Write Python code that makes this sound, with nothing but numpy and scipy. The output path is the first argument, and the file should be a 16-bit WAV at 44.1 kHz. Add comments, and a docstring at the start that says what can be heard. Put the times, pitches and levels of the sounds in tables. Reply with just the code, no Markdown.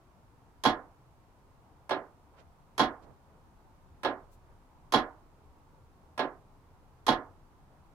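"""Slow, hard ticks of a tower clock movement in a quiet timber-lined room, close to a small stereo microphone.
Each beat: a light first touch, the escape wheel locking hard, then faint late echoes; two pallets alternate.
Ticks sum decaying frame modes and a noise-band clank, largely repeated from beat to beat.
Below: faint rustles and soft brief swells (noise puffs), engine hum (narrow noise bands) of a heavier
vehicle coming near, distant road rumble and microphone hiss (shaped noise)."""
import sys
import numpy as np
from scipy import signal
from scipy.fft import rfft, irfft
from scipy.io import wavfile
from scipy.ndimage import uniform_filter1d

SR = 44100
rng = np.random.default_rng(int(sys.argv[2]) if len(sys.argv) > 2 else 0)


def to_linear_factor(level_db):
    """Convert decibel levels (scalar or array-like) to linear amplitude factors."""
    exponent = np.asarray(level_db, float) / 20
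    return 10 ** exponent


def waveform_to_disk(signal):
    """Save audio, clipped to [-1, 1], as 16-bit WAV at the path in sys.argv[1]."""
    frames = np.transpose(np.atleast_2d(signal))
    scaled = np.clip(frames, -1, 1) * 32767
    samples = np.round(scaled).astype(np.int16)
    wavfile.write(sys.argv[1], SR, samples)


N = 350137

# beats, pallets in turn: t/s, relative level/dB
BEATS = [(0.6365, -24), (1.893, -39.5), (2.779, -24.5), (4.0325, -38.5), (4.922, -24), (6.177, -39),
         (7.0655, -24.5)]
# brightness per pallet: tilt/(dB/octave), flattening below 1 kHz
PALLET_TILT_DB = (-1.43, -3.5)


def escapement():
    """Two pallets strike in turn, each with its own level and spectral tilt."""
    first = beats(0, count=4, ring_db=3.0, clank_db=23.0, alike=0.84)
    second = beats(1, count=3, ring_db=10.5, clank_db=29.0, alike=0.813)
    out = np.zeros((2, N))
    for k, (start_s, level_db) in enumerate(BEATS):
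        pallet = k % 2
        sound = (first, second)[pallet][k // 2]
        size = sound.shape[1]
        hz = np.fft.rfftfreq(size, 1 / SR)
        tilt = to_linear_factor(PALLET_TILT_DB[pallet] * np.log2(1 + hz / 1000))
        add(out, start_s, to_linear_factor(level_db) * irfft(rfft(sound) * tilt, size))
    return out


# parts of a beat, one list per pallet: contacts within a beat, the last row a faint late echo
# delay/s, relative level/dB, tilt/(dB/octave), ring time/share, metallic-band lift/dB
BEAT_PARTS = [
    [(0, -11, 3, 0.78, -3.5), (.0150, -1, -0.1, 0.34, -1), (.0222, -1, -1, 0.92, 2),
     (.035, -15, 1.66, 1.05, -0.2), (.056, -16, 0, 0.77, 3)],
    [(0, -9.5, 6, 0.7, -6.5), (.0148, -1.2, 2.5, 0.91, 4), (.023, -7.5, -0.1, 0.86, 0),
     (.036, -15, 1, 0.84, 0), (.070, -17.5, -4, 0.6, -15)],
]


def beats(pallet, count, ring_db, clank_db, alike):
    """Parts overlap; modes repeat exactly, the clank mixes a kept share with a fresh one per beat."""
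    t = np.arange(16384) / SR
    out = np.zeros((count, 2, 20000))
    hz, size, t60 = ring(pallet)
    for delay_s, level_db, tilt_db, share, metal_db in BEAT_PARTS[pallet]:
        # phase runs on from the beat start: each part feeds the running vibration
        swing = np.exp(2j * np.pi * hz * (t + delay_s))
        modes = to_linear_factor(colour_db(hz, tilt_db, metal_db)) * fade(t, share * t60, hz) * swing
        rung = to_linear_factor(ring_db) * (size * modes).imag.sum(1)
        kept = clank(pallet, tilt_db, metal_db, share, t)
        for beat in out:
            fresh = clank(pallet, tilt_db, metal_db, share, t)
            clanked = alike * kept + np.sqrt(1 - alike ** 2) * fresh
            add(beat, delay_s, to_linear_factor(level_db) * (rung + to_linear_factor(clank_db) * clanked))
    return out


# modes of wheels and iron frame: f/Hz
FRAME_HZ = [146, 234, 266, 290, 337, 381, 472, 583, 610, 657, 735, 760, 856, 878, 1040, 1058, 1270, 1450,
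            1616, 1669, 1949, 2164, 2955, 3280, 3325, 3564, 4022, 4264, 4339, 5020, 5400]
# strength of each mode: relative level/dB from first pallet, relative level/dB from second
FRAME_DB = [(-16.5, -13), (-10.5, -17.5), (-10.5, -36), (-10, -9.5), (-12.5, -10), (-6, -4), (-13, -12),
            (-18.5, -8), (-10, -15), (-15.5, -6), (-8, -3), (-8.5, -3), (-14.5, -22), (-10.5, -6),
            (-9.5, -5), (-4.5, -31), (-19.5, -35), (-19.5, -15), (-17.5, -16.5), (-14.5, -10), (-24, -33),
            (-26.5, -21.5), (-26, -24), (-14.5, -16), (-11, -20), (-26.5, -18), (-18, -17.5), (-20.5, -25),
            (-20, -36), (-27.5, -40), (-23.5, -25)]
FRAME_RING_SHARE = 0.77  # of the clank's T60


def ring(pallet):
    """Frame modes pushed or pulled from rest; each reaches the right port with its own phase."""
    hz = np.c_[FRAME_HZ]
    level_db = np.transpose(FRAME_DB)[..., None][pallet]
    push, turn = rng.random((2, len(FRAME_HZ), 1))
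    ports = paired(np.sign(push - 0.5), np.exp(2j * np.pi * turn), CLOCK_SAME, CLOCK_SIDE_DB, hz)
    return hz, to_linear_factor(level_db) * ports, FRAME_RING_SHARE * read(CLANK_T60_S, hz)


# dense clank of case, floor and room, one spectrum per pallet: f/Hz, relative level/(dB/Hz)
CLANK_DB = [
    [(25, -13.5), (70, -21.5), (140, -18), (195, -18), (240, -6.5), (450, -13.5), (860, -8.5),
     (1670, -19.5), (2540, -31), (3400, -24), (4400, -32), (5000, -32), (6800, -40), (8200, -51),
     (10500, -44), (13000, -54), (16000, -67)],
    [(25, -16), (70, -22.5), (150, -17), (190, -13), (250, -1), (616, -2.5), (960, -4.5), (1630, -15),
     (2350, -24), (4080, -30), (4700, -37), (5500, -36.5), (6400, -49.5), (7500, -51.5), (10800, -53),
     (13000, -63), (16000, -72)],
]
# clank decay at ring share 1: f/Hz, T60/s
CLANK_T60_S = [(40, 0.25), (100, 0.26), (250, 0.28), (700, 0.41), (1400, 0.37), (2200, 0.25), (2900, 0.14),
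               (5000, 0.13), (8000, 0.098), (13000, 0.17)]
# left-right likeness of the clock: f/Hz, correlation/1
CLOCK_SAME = [(60, 0.86), (110, 1), (200, 0.92), (380, 0.92), (700, 0.96), (1290, 0.6), (2380, -0.22),
              (4400, 0.07), (8120, 0.05), (15000, 0.01)]
# stereo lean of the clock: f/Hz, left over right/dB
CLOCK_SIDE_DB = [(60, -5), (110, -5.5), (200, -5), (380, -6), (700, -5.5), (1290, -5.5), (2380, -6.5),
                 (4400, -5), (8120, 0), (15000, 0.5)]


def clank(pallet, tilt_db, metal_db, share, t):
    """Countless small resonances: half-octave-spaced noise bands, each swelling and dying at its own speed."""
    hz, z = stereo_noise(len(t), CLOCK_SAME, CLOCK_SIDE_DB)
    z = z * to_linear_factor(read(CLANK_DB[pallet], hz) + colour_db(np.maximum(hz, 250), tilt_db, metal_db))
    out = np.zeros((2, len(t)))
    for centre_hz in 21 * 2 ** np.arange(0, 10.5, 0.5):
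        octaves = np.log2(hz / centre_hz + 1e-9)
        band = np.cos(np.pi / 2 * np.clip(2 * octaves, -1, 1)) ** 2
        t60 = read(CLANK_T60_S, centre_hz)
        out += irfft(z * band, len(t)) * fade(t, share * t60, centre_hz) / np.sqrt(t60)
    return out


# onset time constant: f/Hz, rise/s
RISE_S = [(40, .04), (120, 0.016), (300, 0.0083), (1000, .001), (5000, .0006)]
# louder first instant: f/Hz, extra amplitude/share
CRACK_SHARE = [(500, 0.85), (2000, 0.53), (6000, 1.1), (12000, 3.4)]
CRACK_S = 0.0058
# decay exponent: f/Hz, bend/1 (above 1 holds first, then drops)
FADE_BEND = [(300, 0.98), (1000, 0.8), (2200, 1.42), (4000, 1.68), (12000, 1.2)]


def fade(t, t60, hz):
    """Swells in with a crack, then dies; where bent above 1 it holds while the train still shakes."""
    swell = 1 - np.exp(-t / read(RISE_S, hz))
    crack = 1 + read(CRACK_SHARE, hz) * np.exp(-t / CRACK_S)
    return swell * crack * to_linear_factor(-60 * (t / t60) ** read(FADE_BEND, hz))


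METAL_HZ, METAL_OCTAVES = 3700, 0.5  # centre, 1/e half-width of the dB lift


def colour_db(hz, tilt_db, metal_db):
    """Colour of one part of a beat: tilt about 1 kHz plus a lift around the wheels' metallic band."""
    metal = np.exp(-(np.log2(hz / METAL_HZ) / METAL_OCTAVES) ** 2)
    return tilt_db * np.log2(hz / 1000) + metal_db * metal


# faint rustles and soft puffs; the left-leaning one at 3.08 s is probably the clock rebounding;
# those with top f near 1 kHz are soft brief swells, perhaps traffic murmurs:
# t/s, level/dB, length/s, tilt/(dB/octave), top f/Hz, left over right/dB
SOFT_SOUNDS = [(2.397, -60, 0.031, -4.5, 6740, -8.5), (2.391, -61.5, 0.07, 5, 1050, -2),
               (3.036, -69, 0.023, -1, 6840, -5), (3.076, -57, 0.085, -3, 1230, -9),
               (3.351, -64.5, 0.075, 3, 1000, 0.5), (4.336, -71.5, 0.033, 4.5, 13060, 10),
               (4.514, -66.5, 0.064, 6, 990, 0.5), (7.748, -65.5, 0.051, 3, 1050, 0)]


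def soft_sounds():
    """Faint rustles, puffs and brief swells: noise rolled off above a top frequency, Gaussian envelopes."""
    out = np.zeros((2, N))
    t = (np.arange(8192) - 4096) / SR
    for centre_s, level_db, length_s, tilt_db, top_hz, side_db in SOFT_SOUNDS:
        hz, z = stereo_noise(8192, AIR_SAME, AIR_SIDE_DB)
        colour = to_linear_factor(tilt_db * np.log2(hz / 1000 + 0.25)) / (1 + (hz / top_hz) ** 4)
        sound = evened(irfft(z * colour)) * np.exp(-2 * (t / length_s) ** 2)
        ports_db = [[level_db + side_db / 2], [level_db - side_db / 2]]
        add(out, centre_s - 4096 / SR, to_linear_factor(ports_db) * sound)
    return out


# wavering hum of the heavier vehicle: f/Hz, width/Hz, rms level when near/dB
ENGINE = [(27, 5, -67.5), (77.5, 6, -71.5)]


def engine():
    """Engine hum: narrow noise bands waver by themselves, the same in both ports."""
    hz = np.fft.rfftfreq(N, 1 / SR)
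    hum = np.zeros(N)
    for f, width_hz, level_db in ENGINE:
        z = rfft(rng.standard_normal(N))
        band = 1 / (1 + (2 * (hz - f) / width_hz) ** 2)
        hum += to_linear_factor(level_db) * evened(irfft(z * band, N))
    return hum * nearness(np.arange(N) / SR)


TRAFFIC_IN_S, TRAFFIC_OUT_S, TRAFFIC_FADE_S = 2.7, 9.1, 0.25  # out lies past the end: it stays near


def nearness(t):
    """Heavier vehicle: 0 while away, 1 while near, tanh transitions."""
    come = np.tanh((t - TRAFFIC_IN_S) / TRAFFIC_FADE_S)
    leave = np.tanh((t - TRAFFIC_OUT_S) / TRAFFIC_FADE_S)
    return (come - leave) / 2


# rumble and hiss spectrum: f/Hz, relative level/(dB/Hz)
AIR_SPECTRUM_DB = [(12, -28), (20, 0), (53, -6.5), (81, -0.5), (104, -6.5), (134, -6.5), (154, -9.5),
                   (241, -12), (277, -11.5), (574, -17), (949, -12.5), (1760, -27.5), (3340, -34.5),
                   (14700, -42.5), (16000, -50)]
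AIR_RMS_DB = -59.5
# left-right likeness of the background: f/Hz, correlation/1
AIR_SAME = [(60, 0.52), (180, 0.87), (550, 0.844), (1650, 0.13), (4970, -0.04), (15000, -0.02)]
# stereo lean of the background: f/Hz, left over right/dB
AIR_SIDE_DB = [(60, 2.5), (180, 0.5), (550, 1), (1650, -3.5), (4970, -0.5), (15000, -2)]
# fuzzy notes in the rumble: f/Hz, width/Hz, lift/dB
DRONES = [(77.5, 10, 4), (132, 17, 4)]
TRAFFIC_BASS_DB = 2  # rumble lift from the heavier vehicle
PATCH_DB, TYRE_WAVER_DB = 1.5, 1.2  # random outdoor patches; slow wavering of tyre hiss


def air():
    """Far traffic and microphone hiss: steady on top, patchy and swelling in the bass."""
    frames = N // 512 + 5
    hz = np.fft.rfftfreq(2048, 1 / SR)[:, None]
    a, b, c, d, patches = rng.standard_normal((frames, 1025, 5)).T
    patches = uniform_filter1d(patches, size=4, axis=0)
    patches = evened(uniform_filter1d(patches, size=10, axis=1))
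    waver = uniform_filter1d(rng.standard_normal(frames), size=14)
    waver = evened(uniform_filter1d(waver, size=14))
    frame_s = (np.arange(frames) * 512 - 1024) / SR
    tyres = np.exp(-(np.log2(hz / 900 + 1e-3) / 0.41) ** 2)
    outdoor = 1 / (1 + (hz / 1800) ** 2)
    bass = 1 / (1 + (hz / 170) ** 2)
    level_db = read(AIR_SPECTRUM_DB, hz)
    level_db = level_db + sum(lift_db / (1 + (2 * (hz - f) / width_hz) ** 2) for f, width_hz, lift_db in DRONES)
    level_db = level_db + PATCH_DB * outdoor * patches
    level_db = level_db + TRAFFIC_BASS_DB * bass * nearness(frame_s)
    level_db = level_db + TYRE_WAVER_DB * tyres * waver
    z = paired(a + 1j * b, c + 1j * d, AIR_SAME, AIR_SIDE_DB, hz) * to_linear_factor(level_db)
    noise = signal.istft(z, nperseg=2048, noverlap=1536)[1][:, :N]
    return to_linear_factor(AIR_RMS_DB) * evened(noise)


def stereo_noise(size, same, side_db):
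    """Spectrum of white noise as the two ports hear it."""
    hz = np.fft.rfftfreq(size, 1 / SR)
    a, b = rfft(rng.standard_normal((2, size)))
    return hz, paired(a, b, same, side_db, hz)


def paired(a, b, same, side_db, hz):
    """Two microphone ports: partly alike, tipped to one side."""
    c = np.clip(read(same, hz), -1, 1)
    lean = to_linear_factor(read(side_db, hz) / 2)
    return np.array([a * lean, (c * a + np.sqrt(1 - c ** 2) * b) / lean])


def evened(x):
    """Scales to rms 1."""
    return x / np.sqrt(np.mean(x ** 2) + 1e-20)


def read(points, hz):
    """Interpolates a table on a log-frequency axis."""
    f, value = np.transpose(points)
    return np.interp(np.log(hz + 1), np.log(f + 1), value)


def add(mix, start_s, sound):
    """Mixes a stereo sound in at start_s, cut at the end of the mix."""
    part = mix[:, round(start_s * SR):][:, :sound.shape[1]]
    part += sound[:, :part.shape[1]]


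def scene():
    """Clock, soft sounds, vehicle and background."""
    return escapement() + soft_sounds() + engine() + air()


def top_cut(x):
    """Nothing passes above the cut-off."""
    return signal.sosfilt(signal.butter(12, 16450, fs=SR, output="sos"), x)


def record(dry):
    """Microphone low cut: fourth-order high-pass at 17 Hz."""
    low_cut = signal.butter(4, 17, "high", fs=SR, output="sos")
    mix = signal.sosfilt(low_cut, dry)
    return top_cut(mix)


dry = scene()
out = record(dry)
waveform_to_disk(out)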